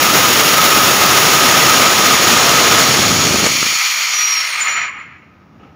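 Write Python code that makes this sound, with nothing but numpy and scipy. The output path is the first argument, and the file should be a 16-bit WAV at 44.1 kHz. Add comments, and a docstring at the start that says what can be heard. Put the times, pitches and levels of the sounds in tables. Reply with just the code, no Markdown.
"""A small room, a phone microphone close by: a fire-suppression cylinder empties through a ceiling nozzle.
Liquid flashes to vapour with a roar while the pipe howls. Near 3 s it breaks into sputter and spits,
leaving a dry gas hiss. As the pressure falls the holes whistle in falling steps, and near 5 s the jet
stops. The low rumble of the room comes up, and a last soft puff sounds over it."""
import sys
import numpy as np
from scipy import signal
from scipy.fft import rfft, irfft
from scipy.io import wavfile

SR = 44100
rng = np.random.default_rng(int(sys.argv[2]) if len(sys.argv) > 2 else 0)


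def wav_record(signal):
    """Record a signal, one row per channel, as 16-bit PCM in the file named by sys.argv[1]."""
    frames = np.transpose(np.atleast_2d(signal))
    bounded = np.clip(frames, -1, 1)
    # unit amplitude maps onto the largest positive 16-bit level
    quanta = np.round(bounded * 32767).astype(np.int16)
    wavfile.write(sys.argv[1], SR, quanta)


N = 253575
TIME = np.arange(N) / SR
FREQ = np.maximum(np.arange(N // 2 + 1) * SR / N, 1)
TOP_HZ = 15650  # the phone's upper limit

# resonances of the phone's case and microphone port: centre_hz, width_hz, height_db
MIC_PORT = [(1263, 115, 8.5), (5610, 1300, 6.5), (6180, 380, -4.5), (6680, 730, 9.5), (8280, 550, -7),
            (10100, 370, 2), (11160, 700, 2.5), (14710, 500, 11), (15350, 480, 5)]

# the liquid starts to thin, the pipe runs dry, the last drop leaves, the cylinder is empty
THINS_S, DRY_S, LAST_DROP_S, EMPTY_S = 2.78, 3.5, 3.79, 4.91
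SLUGS_FULL_S, SLUGS_FADE_S = 2.96, 3.4


def liquid_roar(roar_db=-12.5, spray_db=-21, flicker_db=0.7):
    """Liquid flashes to vapour: a broad roar, topped by a fine, flickering spray that fades early."""
    # spectrum of the flashing jet: frequency_hz, level_db
    roar_colour = [(25, -26), (48, -26.5), (80, -7), (130, -0.5), (300, 1), (1000, 0), (2500, -.5),
                   (3500, -2.5), (4600, -7.5), (6200, -9.5), (7600, -12), (10000, -8.5), (13500, -9.5),
                   (16000, -8.5)]
    jet = turbulence(flutter_db=1.03, flutter_hz=34.6, crackle_db=0.5, crackle_hz=596)
    colour, low = response(roar_colour, MIC_PORT), below(9250)
    roar = shape(jet, per_band(colour * low, 500, 3300)) * undb(roar_db)
    spray = shape(jet, per_band(colour * (1 - low), 8000, 15500))
    spray *= plateau(0, 0.81, fall_db_per_s=3) * undb(spray_db + flicker_db * walk(30))
    flow = plateau(1, THINS_S, rise_db_per_s=1.1, fall_db_per_s=15) * wetness()
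    return flow * (roar + spray)


def wetness(dry_fade_s=0.03, mist_db=-10, mist_fade_s=0.077):
    """Share of liquid in the jet: it drops to a mist as the pipe runs dry and goes with the last drop."""
    full = 1 - ramp(DRY_S - dry_fade_s, dry_fade_s)
    mist = undb(mist_db) * (1 - ramp(LAST_DROP_S - mist_fade_s, mist_fade_s))
    return np.maximum(full, mist)


def gas_hiss(falter_db=1.1, falter_hz=25):
    """Dry gas rings the nozzle, more hollow and unsteady as it slows."""
    # nozzle resonances in fast gas: centre_hz, width_hz, height_db
    fast_ring = [(1630, 300, -7), (2220, 670, 6.5), (2390, 210, 5), (3830, 210, -8), (4440, 450, 7),
                 (5700, 500, 1.5), (6200, 300, -1.5), (6780, 350, 3), (7300, 500, -3.5), (9000, 400, 1),
                 (10100, 450, 6.5)]
    # nozzle resonances in slow gas, lower and more marked: centre_hz, width_hz, height_db
    slow_ring = [(847, 500, 1), (1990, 420, 4.5), (2190, 110, 8), (2430, 130, 6.5), (3600, 350, -0.5),
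                 (4240, 480, 11), (5160, 550, -7), (5740, 240, 5.5), (6050, 480, -12.5), (6500, 180, -1),
                 (6800, 280, -18.5), (7040, 130, 3.5), (7600, 700, -7), (8450, 120, 11.5), (8900, 220, 19),
                 (9900, 400, 10)]
    jet = turbulence(flutter_db=0.7, flutter_hz=54.7, crackle_db=0.5, crackle_hz=250)
    slow_share = np.interp(pressure(), [0, 0.54], [0.82, 0.12])
    levels = gas_levels() * undb(falter_db * (1 - pressure()) * walk(falter_hz))
    fast, slow = through_nozzle(jet, fast_ring, levels), through_nozzle(jet, slow_ring, levels)
    return (1 - slow_share) * fast + slow_share * slow


def through_nozzle(jet, resonances, levels):
    """The nozzle colours the jet; rush, hiss and sizzle each follow their own level."""
    # spectrum of the dry jet: frequency_hz, level_db
    gas_colour = [(60, -38), (400, -23), (650, -15.5), (1000, -6), (1600, -1), (2400, -2), (3100, -1.5),
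                  (3700, -2.5), (5000, -7.5), (6200, -6), (7500, -9.5), (10000, -15), (13000, -15.5),
                  (16000, -16.5)]
    colour = response(gas_colour, MIC_PORT + resonances)
    low, middle = below(2880, order=14), below(7500, order=20)
    rush = per_band(colour * low, 1500, 3300)
    hiss = per_band(colour * (1 - low) * middle, 3300, 5200)
    sizzle = per_band(colour * (1 - middle), 12000, 15500)
    return sum(shape(jet, band) * level for band, level in zip((rush, hiss, sizzle), levels))


def gas_levels():
    """Three band gains grow as gas replaces liquid, then sink with the pressure, finest eddies first."""
    # rush, hiss, sizzle: level_db, growth_db_per_s, pressure_exponent, dying_pressure, room_db, t60_s
    gas_bands = [(-22, 13.5, 0.088, .01, -7, 0.87), (-21, 2.5, 0.62, .015, -15.5, 0.91),
                 (-31.5, 5.5, 0.99, 0.08, -27.5, .3)]
    # gulps of gas that swell the rush: time_s, level_db, half_length_s
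    gulps = [(3.814, -21.5, .02), (4.002, -27, 0.058), (4.683, -18.5, .03), (4.779, -20, 0.052),
             (4.972, -31.5, 0.038), (5.097, -42.5, 0.062)]
    gulp_power = sum((undb(db) * hump(time_s, half_s)) ** 2 for time_s, db, half_s in gulps)
    drive, gains = pressure(), []
    for (db, growth, exponent, dying, room_db, t60_s), extra in zip(gas_bands, (gulp_power, 0, 0)):
        flow = (drive + 1e-9) ** exponent * (1 - np.exp(-(drive / dying) ** 2))
        power = (undb(db) * plateau(DRY_S, DRY_S, rise_db_per_s=growth) * flow) ** 2 + extra
        decay = np.exp(-2 * np.log(1000) / (t60_s * SR))
        lingering = signal.lfilter([1 - decay], [1, -decay], power)  # energy held in the room
        gains.append(np.sqrt(power + undb(room_db) ** 2 * lingering))
    return np.array(gains)


def pressure():
    """Pressure behind the nozzle, 0-1: held while liquid boils, then falling steadily to empty."""
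    return 1 - ramp(DRY_S, EMPTY_S - DRY_S)


def sputter(level_db=-18.5, scatter_db=2, first_per_s=600, last_per_s=41):
    """Slugs of liquid burst at the holes, ever further apart."""
    # spectrum of a bursting slug: frequency_hz, level_db
    slug_colour = [(30, -31), (60, -16), (100, -3), (220, -1.5), (400, -7.5), (700, -12), (2000, -21.5),
                   (8000, -25.5), (16000, -44.5)]
    rate = first_per_s + (last_per_s - first_per_s) * ramp(SLUGS_FULL_S, LAST_DROP_S - SLUGS_FULL_S)
    slugs = (rng.random(N) < rate / SR) * rng.choice([-1, 1], N)
    sizes = unit(undb(scatter_db * noise())) * np.sqrt(SR / rate)  # equal power at any rate
    return shape(slugs * sizes, response(slug_colour, MIC_PORT)) * undb(level_db) * slug_weight()


def chopping(depth_db=0.3, rate_hz=140):
    """Slugs passing the holes chop the whole jet, the more so the heavier they are."""
    return undb(depth_db * slug_weight() * walk(rate_hz))


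def slug_weight(stop_s=0.03):
    """How heavy the slugs are, 0-1: they build, hold, die away and stop with the last drop."""
    weight = plateau(SLUGS_FULL_S, SLUGS_FADE_S, rise_db_per_s=46, fall_db_per_s=60)
    return weight * (1 - ramp(LAST_DROP_S - stop_s, stop_s))


def spits():
    """Each late drop bursts with a short dull crack."""
    # last drops shot out: start_s, level_db, length_s
    drops = [(3.232, -20.5, 0.0049), (3.267, -9.5, 0.0027), (3.315, -22.5, 0.0034), (3.355, -12.5, 0.0024),
             (3.44, -13, 0.0051), (3.454, -11, 0.0032), (3.461, -8.5, 0.0069), (3.521, -17.5, 0.0033),
             (3.577, -23.5, .004), (3.628, -11.5, 0.0021), (3.661, -27, .005), (3.725, -25.5, 0.003)]
    # spectrum of a bursting drop: frequency_hz, level_db
    spit_colour = [(40, -15.5), (130, -5.5), (600, -4.5), (1100, -13.5), (1600, -8.5), (3000, -16.5),
                   (8000, -21.5), (16000, -44)]
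    bursts = np.zeros(N)
    for start_s, level_db, length_s in drops:
        age = np.maximum(TIME - start_s, 0) / length_s
        bursts += undb(level_db) * 2 * age * np.exp(1 - 2 * age)
    return shape(noise() * bursts, response(spit_colour, MIC_PORT))


def whistles(jitter=0.003, drift=0.0015, waver_db=1.1, steepening_db=-4.5, fade_s=0.025):
    """Whistles step down as the jet slows; turbulence shakes their pitch and level."""
    # gliding whistles, and a faint steady ring lingering after the 7 kHz squeal:
    # start_s, length_s, first_hz, last_hz, level_db
    notes = [(3.757, .32, 13900, 13690, -41), (4.119, 0.19, 5840, 5710, -17.5),
             (4.278, 0.16, 5700, 5535, -18), (4.455, .07, 9470, 9280, -34), (4.5, .056, 8980, 8700, -33),
             (4.536, 0.13, 8490, 8430, -39), (4.59, .063, 7200, 6820, -17.5),
             (4.618, 0.24, 7040, 7045, -30), (4.668, 0.061, 5900, 5660, -21),
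             (4.705, 0.15, 5750, 5770, -37)]
    tones = np.zeros(N)
    for start_s, length_s, first_hz, last_hz, level_db in notes:
        hz = first_hz + (last_hz - first_hz) * ramp(start_s, length_s)
        gate = ramp(start_s, fade_s) * (1 - ramp(start_s + length_s - fade_s, fade_s))
        gain = undb(level_db) * gate ** 2
        shake = 1 + jitter * walk(155) + drift * walk(17)
        phase = 2 * np.pi * np.cumsum(hz * shake) / SR
        # the strong low tones steepen and grow an octave
        octave = undb(steepening_db) * gain * np.sin(2 * phase) * (hz < 6500)
        tones += np.sqrt(2) * (np.sin(phase) + octave) * gain * undb(waver_db * walk(50))
    return tones


def howl(centre_hz=1260, width_hz=87, level_db=-22, waver_db=0.1):
    """The rushing liquid keeps one narrow pipe resonance ringing, in surges."""
    # surges and lulls of the ringing pipe: time_s, change_db, half_length_s
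    surges = [(0.336, -6, 0.082), (0.594, 9, 0.02), (0.77, 5, 0.052), (1.22, -6, 0.15), (1.703, 8, 0.026),
              (1.84, 6, 0.056), (2.215, -15.5, 0.049), (2.574, 8.5, 0.02)]
    resonance = 1 / (1 + (2 * (FREQ - centre_hz) / width_hz) ** 2)
    ring = unit(shape(noise(), resonance))
    # the oscillation saturates, so its strength follows the surges rather than chance
    ring = unit(ring / np.sqrt(1 + np.abs(signal.hilbert(ring)) ** 2))
    surge_db = sum(db * hump(time_s, half_s) for time_s, db, half_s in surges) - waver_db * walk(8)
    return ring * undb(level_db + surge_db) * plateau(0, THINS_S, fall_db_per_s=52)


def puff(start_s=5.594, onset_s=0.003, swell_s=0.043, peak_db=-42.5):
    """A soft, rough puff after the jet has stopped."""
    # spectrum of the puff: frequency_hz, level_db
    puff_colour = [(50, -13.5), (250, 10), (500, 6), (850, -5), (1600, -7), (2700, -5), (4000, -22),
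                   (6500, -34.5), (9000, -47), (16000, -54.5)]
    # resonances it rings with: centre_hz, width_hz, height_db
    puff_ring = [(816, 110, 14), (1290, 70, 11), (2730, 300, 2)]
    jet = turbulence(flutter_db=1.2, flutter_hz=69.7, crackle_db=1.5, crackle_hz=302)
    peak_s = start_s + swell_s
    swell = ramp(start_s, onset_s) * plateau(peak_s, peak_s, rise_db_per_s=115, fall_db_per_s=135)
    return shape(jet, response(puff_colour, MIC_PORT + puff_ring)) * undb(peak_db) * swell


def echoes(x, strength):
    """Near surfaces comb the noise with fine, steady ripples."""
    # bounces off the pipe, ceiling and near walls: delay_ms, relative_gain
    bounces = [(3.27, 0.031), (13.0, 0.16), (14.9, 0.11), (15.9, 0.29), (22.7, 0.054)]
    reflected = sum(gain * np.interp(TIME - ms / 1000, TIME, x, left=0) for ms, gain in bounces)
    return x + strength * reflected


def room(x, t60_s, wet_db, gap_s=0.004):
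    """Hard surfaces add a dense, decaying tail."""
    tail = noise() * undb(-60 * TIME / t60_s) * (TIME > gap_s)
    return x + undb(wet_db) * signal.fftconvolve(x, tail / np.linalg.norm(tail))[:N]


def rumble(under_jet_db=-60.5, after_jet_db=-46.5, swell_db=1.1):
    """Low room tone, swelling slightly; it comes up as the jet ends."""
    # spectrum of the room tone: frequency_hz, level_db
    room_colour = [(25, -22.5), (50, -17), (75, 0.5), (170, 1), (270, -1.5), (450, -12), (1000, -14),
                   (2300, -21), (3600, -31), (5800, -39), (7300, -51), (16000, -50)]
    level_db = under_jet_db + (after_jet_db - under_jet_db) * ramp(start_s=4.5, length_s=0.273)
    return shape(noise(), response(room_colour, MIC_PORT)) * undb(level_db + swell_db * walk(5.5))


def turbulence(flutter_db, flutter_hz, crackle_db, crackle_hz):
    """Jet noise: big eddies make it flutter, small shocks make it crackle."""
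    return unit(noise() * undb(flutter_db * walk(flutter_hz) + crackle_db * walk(crackle_hz)))


def response(colour, resonances):
    """Gain per frequency of a smooth colour with resonances on top; keeps the power of white noise."""
    points_hz, points_db = np.transpose(colour)
    db = np.interp(np.log(FREQ), np.log(points_hz), points_db)
    for centre_hz, width_hz, height_db in resonances:
        db += height_db / (1 + (2 * (FREQ - centre_hz) / width_hz) ** 2)
    return unit(undb(db) * (FREQ < TOP_HZ))


def shape(x, gain):
    """Filter with a gain per frequency."""
    return irfft(rfft(x) * gain, N)


def below(hz, order=8):
    """Low-pass gain; one minus it is the matching high-pass."""
    return 1 / (1 + (FREQ / hz) ** order)


def per_band(gain, lo_hz, hi_hz):
    """The gain scaled so that white noise comes out with rms 1 between two frequencies."""
    return gain / np.sqrt(np.mean(gain ** 2 * (FREQ > lo_hz) * (FREQ < hi_hz)))


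def plateau(full_s, fades_s, rise_db_per_s=0, fall_db_per_s=0):
    """Gain that swells to one, holds, then dies away."""
    early_s, late_s = np.maximum(full_s - TIME, 0), np.maximum(TIME - fades_s, 0)
    return undb(-rise_db_per_s * early_s - fall_db_per_s * late_s)


def ramp(start_s, length_s):
    """A straight rise from zero to one."""
    return np.clip((TIME - start_s) / length_s, 0, 1)


def hump(time_s, half_s):
    """A smooth bump of height one."""
    return np.exp(-((TIME - time_s) / half_s) ** 2)


def walk(hz):
    """Smooth random wander of rms 1, up to about hz changes a second."""
    return unit(shape(noise(), below(hz, order=4)))


def noise():
    """White noise, rms 1."""
    return rng.standard_normal(N)


def unit(x):
    """Scaled to rms 1."""
    return x / np.sqrt(np.mean(x ** 2))


def undb(db):
    """Decibels to gain."""
    return 10 ** (np.asarray(db) / 20)


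def scene():
    """All sources at one close microphone, the same on both channels."""
    # the same near reflections colour both, faintly on the roar and more strongly on the gas hiss
    liquid = echoes(liquid_roar(), strength=0.53)
    gas = echoes(gas_hiss(), strength=1.07)
    tones = room(whistles(), t60_s=0.51, wet_db=-7.5)
    jet = (liquid + gas) * chopping()
    mono = jet + howl() + sputter() + spits() + tones + rumble() + puff()
    return np.array([mono, mono])


def record(dry):
    """The phone rounds the highest peaks and cuts the top."""
    ceiling = 0.92
    rounded = dry / (1 + (dry / ceiling) ** 8) ** (1 / 8)
    top_cut = signal.ellip(12, 0.2, 80, TOP_HZ, fs=SR, output="sos")
    return signal.sosfilt(top_cut, rounded)


dry = scene()
out = record(dry)
wav_record(out)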